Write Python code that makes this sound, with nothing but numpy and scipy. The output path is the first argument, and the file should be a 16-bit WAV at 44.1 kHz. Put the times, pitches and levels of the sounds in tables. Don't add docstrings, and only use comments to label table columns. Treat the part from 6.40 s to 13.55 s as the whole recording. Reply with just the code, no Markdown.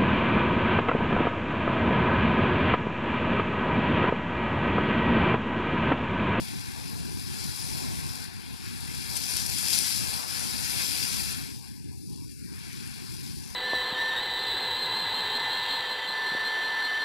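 import sys
import numpy as np
from scipy import signal
from scipy.fft import rfft, irfft, next_fast_len
from scipy.io import wavfile
from scipy.ndimage import uniform_filter1d, map_coordinates

SR = 44100
rng = np.random.default_rng(int(sys.argv[2]) if len(sys.argv) > 2 else 0)


def gain_from_db(level_db):
    decades = np.asarray(level_db, float) / 20
    return 10 ** decades


def wav_record(signal):
    frames = np.transpose(np.atleast_2d(signal))
    bounded = np.clip(frames, -1, 1)
    quanta = np.round(bounded * 32767).astype(np.int16)
    wavfile.write(sys.argv[1], SR, quanta)


N = 315298

# frequency in Hz, density in dB per Hz.
RUMBLE_SPECTRUM = [(25, -16.5), (45, -6.5), (70, 4.5), (120, 3.5), (200, -1.5), (300, -4.5), (450, -13.5),
                   (650, -59), (900, -120)]
SPRAY_SPECTRUM = [(1500, -12), (2800, -0.5), (3800, 0.5), (7000, -1), (12000, 0), (13300, -6.5), (14300, 2),
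                  (15200, -9)]
SPLASH_SPECTRUM = [(500, -58), (900, -12), (1300, -2), (2800, -2.5), (4000, -4.5), (4600, -8), (6000, -41)]
SLOSH_SPECTRUM = [(250, -49), (450, -2), (800, -2), (1100, -4), (1500, -16.5), (2500, -62)]
# frequency in Hz, density in dB per Hz.
CRACK_SPECTRUM = [(1500, -20), (2800, -6), (4000, -3), (7000, 0), (12000, 2), (13300, -4), (14300, 2),
                  (15200, -9)]

# time in seconds, spray level in dB, extra load of heavy water in dB.
JET = [(0.0, -43, 2), (0.42, -46, 5), (0.78, -44, -0.5), (1.2, -38, 1), (1.84, -43.5, 4), (1.9, -51, 5),
       (2.1, -48.5, 4), (2.67, -39.5, 3), (3.07, -35, -3), (3.37, -27.5, -5.5), (3.86, -36.5, 0.5),
       (4.2, -34.5, 1), (4.44, -31, 0), (4.84, -33.5, 0), (5.2, -50, 2.5), (5.45, -54.5, -1.5),
       (6.35, -47, 5.5), (7.15, -46.5, -0.5)]
# time in seconds, jump in dB, half length in seconds.
GUSHES = [(1.47, 0.5, .03), (2.02, 0.5, 0.018), (2.73, 2.5, .05), (2.77, 6, 0.011), (2.84, 3.5, 0.0094),
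          (3.67, 0.5, 0.032), (3.87, -3, 0.029), (4.41, 1, 0.028), (5.22, 1.5, 0.019), (5.5, 0, 0.022),
          (6.22, -0.5, 0.035), (6.87, 1.5, 0.034), (2.93, 4.5, 0.091), (2.97, 0.5, 0.0091),
          (3.33, 2.5, 0.061), (3.385, 0, 0.031), (3.98, 2, 0.098), (4.3, 0.5, 0.018), (5.76, -0.5, 0.026),
          (5.73, 1.5, 0.044), (2.8, 0.5, .1), (5.87, -1.5, 0.032), (6.05, -1.5, 0.096)]
# time in seconds, jump in dB, half length in seconds.
HEAVES = [(.36, -2.5, 0.062), (.65, 4, 0.13), (1.33, 1, 0.048), (2.95, 2, 0.28), (3.42, 4, 0.049),
          (3.83, -5, 0.029), (5.08, -3.5, 0.21), (5.46, 5, 0.036), (6.95, 3, 0.1), (.2, 1.5, 0.088),
          (2, 0, 0.17), (4.55, -2.5, 0.097), (6, -2, 0.08), (6.2, 0.5, 0.051), (6.67, 0, .07),
          (7.12, 1.5, 0.046)]
# time in seconds, jump in dB, half length in seconds.
FALLS = [(2.8, -4, 0.088), (2.2, 2, 0.36), (4.41, 6.5, 0.022), (.08, 2.5, 0.034), (2.4, -1.5, 0.019),
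         (2.7, 0, 0.054), (4.2, -3.5, 0.024), (5.9, 5.5, 0.022), (6.7, 1.5, 0.023), (6.75, -1, .04),
         (6.97, -5, 0.025), (2.3, 0, 0.081), (5.2, -7, 0.042), (6.42, 1.5, 0.025), (9, -1.5, 0.072),
         (5.63, -4.5, 0.083), (5.45, -0.5, 0.064), (0.042, -2.5, 0.11), (0.9, 2.5, .15), (2.9, 1, .1),
         (3.5, 1, .08), (4.7, 2, .08), (5.8, -3.5, .07), (5.15, -3.5, .04), (5.92, -7, 0.077),
         (6.07, -2, .06), (7.1, 2, .05)]
# time in seconds, jump in dB, half length in seconds.
POOL = [(.78, -1, 0.1), (1.45, 1.5, 0.15), (2.22, -3.5, 0.21), (3.54, -8.5, 0.06), (3.8, 2.5, 0.2),
        (4.95, -1, 0.13), (5.25, 2, 0.041), (5.6, 2, 0.057), (6.9, 0, 0.079), (5.82, 2.5, .05),
        (.15, -2, 0.12), (1.87, -1.5, 0.076), (2.6, -2.5, 0.2), (7.1, 2.5, .06), (6.01, -12, 0.11),
        (6.35, -6.5, 0.053), (6.75, -2, 0.053)]
# time in seconds, jump in dB, half length in seconds.
BIG_DROPS = [
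    (.12, 2.5, 0.19),
    (4.45, 2, .1),
    (4.9, 1.5, 0.09),
    (5.36, -2, .04),
    (5.47, 1.5, .04),
    (5.57, -2.5, 0.037),
    (5.68, -3, 0.045),
    (5.87, -2, 0.053),
    (6.07, -5, .1),
    (7.1, -3.5, .06),
]
BIG_DROP_HZ = (2500, 4150)
# start in seconds, burst energy in dB.
SLAPS = [(.388, -16), (.4454, -16), (.4793, -15), (.4983, -15), (1.0406, -9), (1.6639, -12), (1.7543, -10),
         (1.8398, -11), (2.6997, -8), (2.7546, -4), (2.7663, 2.5), (2.7734, -4), (2.8016, -6), (2.8804, -7),
         (2.9072, -3), (2.9645, -2), (2.9683, 4), (2.982, -7), (3.063, -1.5), (3.0982, -4.5), (3.1841, -1),
         (3.2824, -4), (3.3294, 1), (3.3332, 4), (3.3475, -1), (3.354, -1), (3.3795, -1), (3.3835, -1),
         (3.3877, 9.5), (3.4908, 0), (3.5306, -3), (3.5604, -2.5), (3.994, -4), (4.2514, -8),
         (4.2959, -3.5), (4.3034, -3.5), (4.418, -4), (4.638, -5.5), (4.8374, -5), (4.9061, -7),
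         (4.9269, -6), (5.1357, -18), (5.223, -21.5), (5.2812, -18), (5.366, -23), (5.5273, -24),
         (5.6976, -22), (5.7301, -19), (5.7599, -20), (5.8008, -21), (5.9153, -22), (5.9207, -22),
         (6.3293, -15), (6.4645, -17), (6.475, -17.5), (6.721, -15), (6.7383, -16), (6.7491, -17.5),
         (6.7973, -17), (6.8758, -15), (6.9871, -19)]
# time in seconds, right-side gain in dB of sloshing, of falling water, of spray.
DRIFT = [(0, -2, -0.5, 0.5), (.5, -4, -3.5, 0.5), (.9, -2, -2, 0.5), (1.6, 1.5, 0.5, 0),
         (1.9, -4.5, -4.5, -0.5), (2.6, -4, 0, -0.5), (2.9, 0.5, 1.5, -1), (4.9, 0.5, 0, 0),
         (5.2, -3, -3, 0), (5.45, 0.5, -0.5, -4.5), (5.75, 2, -1.5, 0.5), (5.95, -3, -6, -1.5),
         (6.2, 1, -1, -1), (6.5, 0, -3.5, -0.5), (6.85, 5.5, -5, 0), (7.15, 1.5, -5, -0.5)]

# frequency in Hz, left gain in dB, right gain in dB, likeness of the sides 0-1,
# lead of the right side in radians.
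PORTS = [(30, 0, -.3, .9, 2.85), (70, 0, -1.3, .97, 2.85), (300, 0, -1.6, .975, 2.85),
         (1100, -.5, -4.3, .8, 2.55), (1500, -.5, -3, .76, 2.1), (1900, .5, -2.3, .74, 1.95),
         (2330, 0, -3.7, .72, 1.85), (2700, 2.2, -3.5, .7, 1.8), (2860, -2, -3.5, .8, 2.6),
         (3000, -6.5, -6, .85, 3), (3120, -7, -5.5, .3, 4.5), (3260, -3, -5.5, .85, 6.3),
         (3580, -1.5, -4.5, .55, 6.9), (3780, -4.2, -4, .7, 6.4), (3880, -3.5, -3, .8, 6.2),
         (4450, 5, -7.3, .5, 5.9), (4950, 8.5, -5, .6, 6.6), (6600, -2, -8, .4, 5.9),
         (7400, 2.3, -10.8, .38, 5.1), (8200, -.2, -12.5, .37, 4.6), (9700, 5, -15, .35, 3.8),
         (12200, 0, -18, .2, 4.2), (14500, -14, -25, .1, 4.2)]
# frequency in Hz, strength 0-1.
BOUNCE = [(200, .55), (600, .72), (1300, .53), (2000, .45), (2600, .12), (4000, .08), (8000, .02)]
# delay in seconds, strength 0-1, fades above this Hz.
CASE_COPY = (.0011, .42, 6500)
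# frequency in Hz, level in dB.
HUSH = [(100, -67), (500, -69.5), (1300, -74.5), (3000, -79.5), (6000, -83.5), (13000, -90)]
# frequency in Hz, left level over its rounding step in dB,
# right level over its step in dB, quietest level the step follows in dB.
MEMORY_FINENESS = [(600, 29, 28, -80), (850, 24, 24, -78), (1050, 9, 8, -68), (1300, 5, 4, -64),
                   (1600, 6, 4, -64), (1950, 3, 2, -61), (2500, 4, 2, -60), (3050, 1, 2, -55),
                   (3300, 3, 1, -54), (3550, 0, -1, -48), (3850, -2, -2, -47), (4200, 4, -2, -58),
                   (5000, 11, -3, -68), (6600, 2, -5, -70), (7300, 6, -5, -72), (8100, 4, -6, -72),
                   (9700, 10, -7, -72), (12000, 7, -7, -68), (12900, -4, -7, -60), (13800, -8, -10, -53),
                   (14600, -13, -13, -50), (15100, -16, -16, -58), (15500, -17.5, -17.5, -66)]
JOINT_HZ = [1120, 1210, 1380, 1550, 1720, 1900, 2070, 2240, 2420, 2580, 2760, 2870, 2960, 3060, 3170, 3300,
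            3450, 3620, 3790, 3960, 4130]

USUAL_DB = -43
RUMBLE_DB, RUMBLE_FOLLOWS, RUMBLE_EASES_DB = -52, .089, -1
SPLASH_DB, SPLASH_FOLLOWS = -55.5, .85
RUNOFF_DB, RUNOFF_FOLLOWS = -54.5, .6
SLOSH_DB, SLOSH_FOLLOWS, SLOSH_LOAD, SLOSH_EASES_DB = -58, .45, .61, -5
SLOSH_RETREAT_DB = -2.5
EASE_S, EASE_LENGTH_S = 5.05, .17
SLAP_RISE_S, SLAP_FALL_S, SLAP_LEAD_S = .00012, .001, .001
SLAP_BODY_DB = -16
BOUNCE_S, BOUNCE_RAD = .00142, 1.1
SWAY, SWAY_HZ = .022, (1.7, 3.9, 6.3)
JOINT_DB, WEAK_DB = 5.8, 9


def unit(x):
    return x / np.sqrt(np.mean(x ** 2) + 1e-20)


def centred(x):
    return x / np.sqrt(np.mean(x.mean(0) ** 2))


def along(points, hz):
    f, *cols = np.transpose(points)
    return [np.interp(np.log(hz + 1), np.log(f + 1), c) for c in cols]


def curves(rows):
    s, *cols = np.transpose(rows)
    return [np.interp(np.arange(N) / SR, s, c) for c in cols]


def bumps(rows):
    t = np.arange(N) / SR
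    return sum(db * np.exp(-((t - s) / half) ** 2) for s, db, half in rows)


def wobble(rate):
    knots = rng.standard_normal(int(N * rate / SR) + 4)
    return map_coordinates(knots, [np.arange(N) * rate / SR])


def patchy(depth_db):
    z = signal.stft(rng.standard_normal((2, N)), nperseg=512)[2]
    field = uniform_filter1d(rng.standard_normal(z.shape[1:]), size=8, axis=0)
    field = uniform_filter1d(field, size=10, axis=1)
    return unit(signal.istft(z * gain_from_db(depth_db * unit(field)), nperseg=512)[1][:, :N])


def heard(pair, spectrum, low=1):
    m = next_fast_len(N + 8192)
    hz = np.fft.rfftfreq(m, 1 / SR)
    left_db, right_db, alike, _ = along(PORTS, hz)
    lead = np.array([along(PORTS, hz * (1 + way * SWAY))[3] for way in (-.8, 1.5)])
    turn = np.arccos(np.clip(alike, 0, 1)) / 2

    ground_lag = np.exp(-1j * (2 * np.pi * hz * BOUNCE_S + BOUNCE_RAD))
    ground = np.clip(low * along(BOUNCE, hz)[0], 0, .9) * ground_lag
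    shade = np.clip(1.3 - hz / 1600, .3, 1)
    case_s, case_strength, case_fade_hz = CASE_COPY
    bends = np.clip(hz / 1500 - 1, 0, 1) / (1 + (hz / case_fade_hz) ** 4)
    case = 1 - case_strength * bends * np.exp(-2j * np.pi * hz * case_s)

    coloured = rfft(pair, m) * gain_from_db(along(spectrum, hz)[0])
    common, stray = coloured * [np.cos(turn), np.sin(turn)]
    left = (common * (1 - ground) + stray) * gain_from_db(left_db)
    right = (common * case * (1 - shade * ground) - stray) * gain_from_db(right_db) * np.exp(1j * lead)
    left, one_way, other_way = irfft([left, *right], m)[:, :N]
    sway = np.sin(2 * np.pi * np.outer(SWAY_HZ, np.arange(N) / SR)).sum(0)
    drift = (1 + np.tanh(sway)) / 2
    return np.array([left, drift * one_way + (1 - drift) * other_way])


def pressure():
    spray_db, load_db = curves(JET)
    eased = (1 + np.tanh((np.arange(N) / SR - EASE_S) / EASE_LENGTH_S)) / 2
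    return spray_db + bumps(GUSHES) - USUAL_DB, load_db, eased


def heavy_water(jet_db):
    return uniform_filter1d(jet_db, size=3000)


def behind_case():
    return [np.array([0 * db, db]) for db in curves(DRIFT)]


def spatter(count, ms):
    moments = (rng.random(count) * N).astype(int)
    hits = np.bincount(moments, minlength=N).astype(float)
    u = np.arange(400) / SR / (ms / 1000)
    return unit(np.sqrt(abs(signal.fftconvolve(hits, u * np.exp(-u))[:N])))


def vent():
    jet_db, _, eased = pressure()
    rumble_db = RUMBLE_DB + RUMBLE_FOLLOWS * jet_db + RUMBLE_EASES_DB * eased + bumps(HEAVES)
    rumble_db = rumble_db + .9 * wobble(4.2) + .9 * wobble(9)
    return gain_from_db(rumble_db) * centred(heard(patchy(depth_db=1.6), RUMBLE_SPECTRUM))


def slosh():
    jet_db, load_db, eased = pressure()
    slosh_db = SLOSH_DB + SLOSH_FOLLOWS * heavy_water(jet_db) + SLOSH_LOAD * load_db
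    slosh_db = slosh_db + SLOSH_EASES_DB * eased + bumps(POOL) + 1.4 * wobble(10)
    retreat_db = np.array([0 * eased, SLOSH_RETREAT_DB * eased])
    level = gain_from_db(slosh_db + behind_case()[0] + retreat_db)
    return level * centred(heard(patchy(depth_db=1.5), SLOSH_SPECTRUM))


def runoff():
    jet_db, load_db, _ = pressure()
    runoff_db = RUNOFF_DB + RUNOFF_FOLLOWS * heavy_water(jet_db) + load_db
    runoff_db = runoff_db + bumps(FALLS) + .9 * wobble(5)
    level = gain_from_db(runoff_db + behind_case()[1])
    return level * centred(heard(patchy(depth_db=1.3), SPLASH_SPECTRUM, low=1.3))


def splash(gush_db, puffs):
    jet_db, load_db, _ = pressure()
    splash_db = SPLASH_DB + SPLASH_FOLLOWS * heavy_water(jet_db) + load_db + bumps(FALLS)
    splash_db = splash_db + 1.2 * wobble(7) + .41 * gush_db
    source = patchy(depth_db=2.5) * (1 + .16 * puffs)
    return gain_from_db(splash_db + behind_case()[1]) * centred(heard(source, SPLASH_SPECTRUM, low=.45))


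def spray(gush_db, puffs):
    spray_db = USUAL_DB + pressure()[0] + .1 + gush_db
    source = patchy(depth_db=1.1) * (1 + .3 * puffs)
    return gain_from_db(spray_db + behind_case()[2]) * centred(heard(source, SPRAY_SPECTRUM))


def sized(x):
    drops = signal.sosfiltfilt(signal.butter(2, BIG_DROP_HZ, "band", fs=SR, output="sos"), x)
    return x + (gain_from_db(bumps(BIG_DROPS)) - 1) * drops


def water():
    gush_db = .4 * wobble(12) + .36 * wobble(36)
    puffs = spatter(count=2200, ms=.6)
    return slosh() + sized(runoff() + splash(gush_db, puffs) + spray(gush_db, puffs))


def slaps():
    t = np.clip(np.arange(600) / SR - SLAP_LEAD_S, 0, None)
    shape = (1 - np.exp(-t / SLAP_RISE_S)) * np.exp(-t / SLAP_FALL_S)
    hits = np.zeros((2, N + len(t)))
    for s, db in SLAPS:
        burst = rng.standard_normal((2, len(t))) * shape
        burst = burst / np.linalg.norm(burst, axis=1, keepdims=True)
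        hits[:, round(s * SR):][:, :len(t)] += gain_from_db(db - 1.5) * burst
    hits = hits[:, :N]
    return heard(hits, CRACK_SPECTRUM) + gain_from_db(SLAP_BODY_DB) * heard(hits, SPLASH_SPECTRUM)


def scene():
    return vent() + water() + slaps()


def hush(x):
    hz, _, z = signal.stft(x, SR, nperseg=1024)
    power = uniform_filter1d(abs(z) ** 2, size=3, axis=1)
    power = abs(uniform_filter1d(power, size=5, axis=2)) + 1e-20
    floor = gain_from_db(2 * along(HUSH, hz)[0])[:, None]
    keep = np.maximum(1 - floor / power, gain_from_db(-25))
    return signal.istft(z * np.sqrt(keep), SR, nperseg=1024)[1][:, :N]


def sum_and_difference(v):
    return np.array([v[0] + v[1], v[0] - v[1]]) / np.sqrt(2)


def stored(x, start):
    n = 1024
    lines = np.arange(n) + .5
    hz = lines * SR / (2 * n)
    t = np.arange(2 * n) + .5
    window = np.sin(np.pi * t / (2 * n))[:, None]
    basis = window * np.cos(np.pi / n * np.outer(t + n / 2, lines)) * np.sqrt(2 / n)
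    x = np.pad(x, ((0, 0), (2 * n - start, 3 * n)))
    halves = x[:, :x.shape[1] // n * n].reshape(2, -1, n)
    c = halves[:, :-1] @ basis[:n] + halves[:, 1:] @ basis[n:]

    around = uniform_filter1d(uniform_filter1d(c ** 2, size=48, axis=2), size=3, axis=1)
    jitter = uniform_filter1d(rng.standard_normal((*c.shape[:2], n // 8)), size=2, axis=1)
    jitter_db = np.repeat(4.4 * unit(jitter), 8, axis=2)
    *fine_db, least_db = along(MEMORY_FINENESS, hz)
    step = np.sqrt(abs(around) + gain_from_db(2 * least_db)) * gain_from_db(jitter_db - np.array(fine_db)[:, None])

    both = sum_and_difference(c)
    band = np.searchsorted(JOINT_HZ, hz)
    members = band[:, None] == np.arange(len(JOINT_HZ) + 1)
    power = uniform_filter1d(both ** 2 @ members, size=2, axis=1)[..., band]
    leads = power.max(0) > gain_from_db(2 * JOINT_DB) * power.min(0)
    joint = leads & (band > 0) & (band < len(JOINT_HZ))
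    joint_step = step[0] * gain_from_db(WEAK_DB * (power < power[::-1]))
    c, step = np.where(joint, both, c), np.where(joint, joint_step, step)

    c = np.sign(c) * step * np.floor(abs(c / step) ** .75 + .4054) ** (4 / 3)
    c = np.where(joint, sum_and_difference(c), c)
    halves = (c @ basis[n:].T)[:, :-1] + (c @ basis[:n].T)[:, 1:]
    return halves.reshape(2, -1)[:, n - start:][:, :N]


def top_cut(x):
    return signal.sosfilt(signal.butter(12, 15720, fs=SR, output="sos"), x)


def record(dry):
    mix = stored(hush(dry), start=743)
    return top_cut(mix)


dry = scene()
out = record(dry)
wav_record(out)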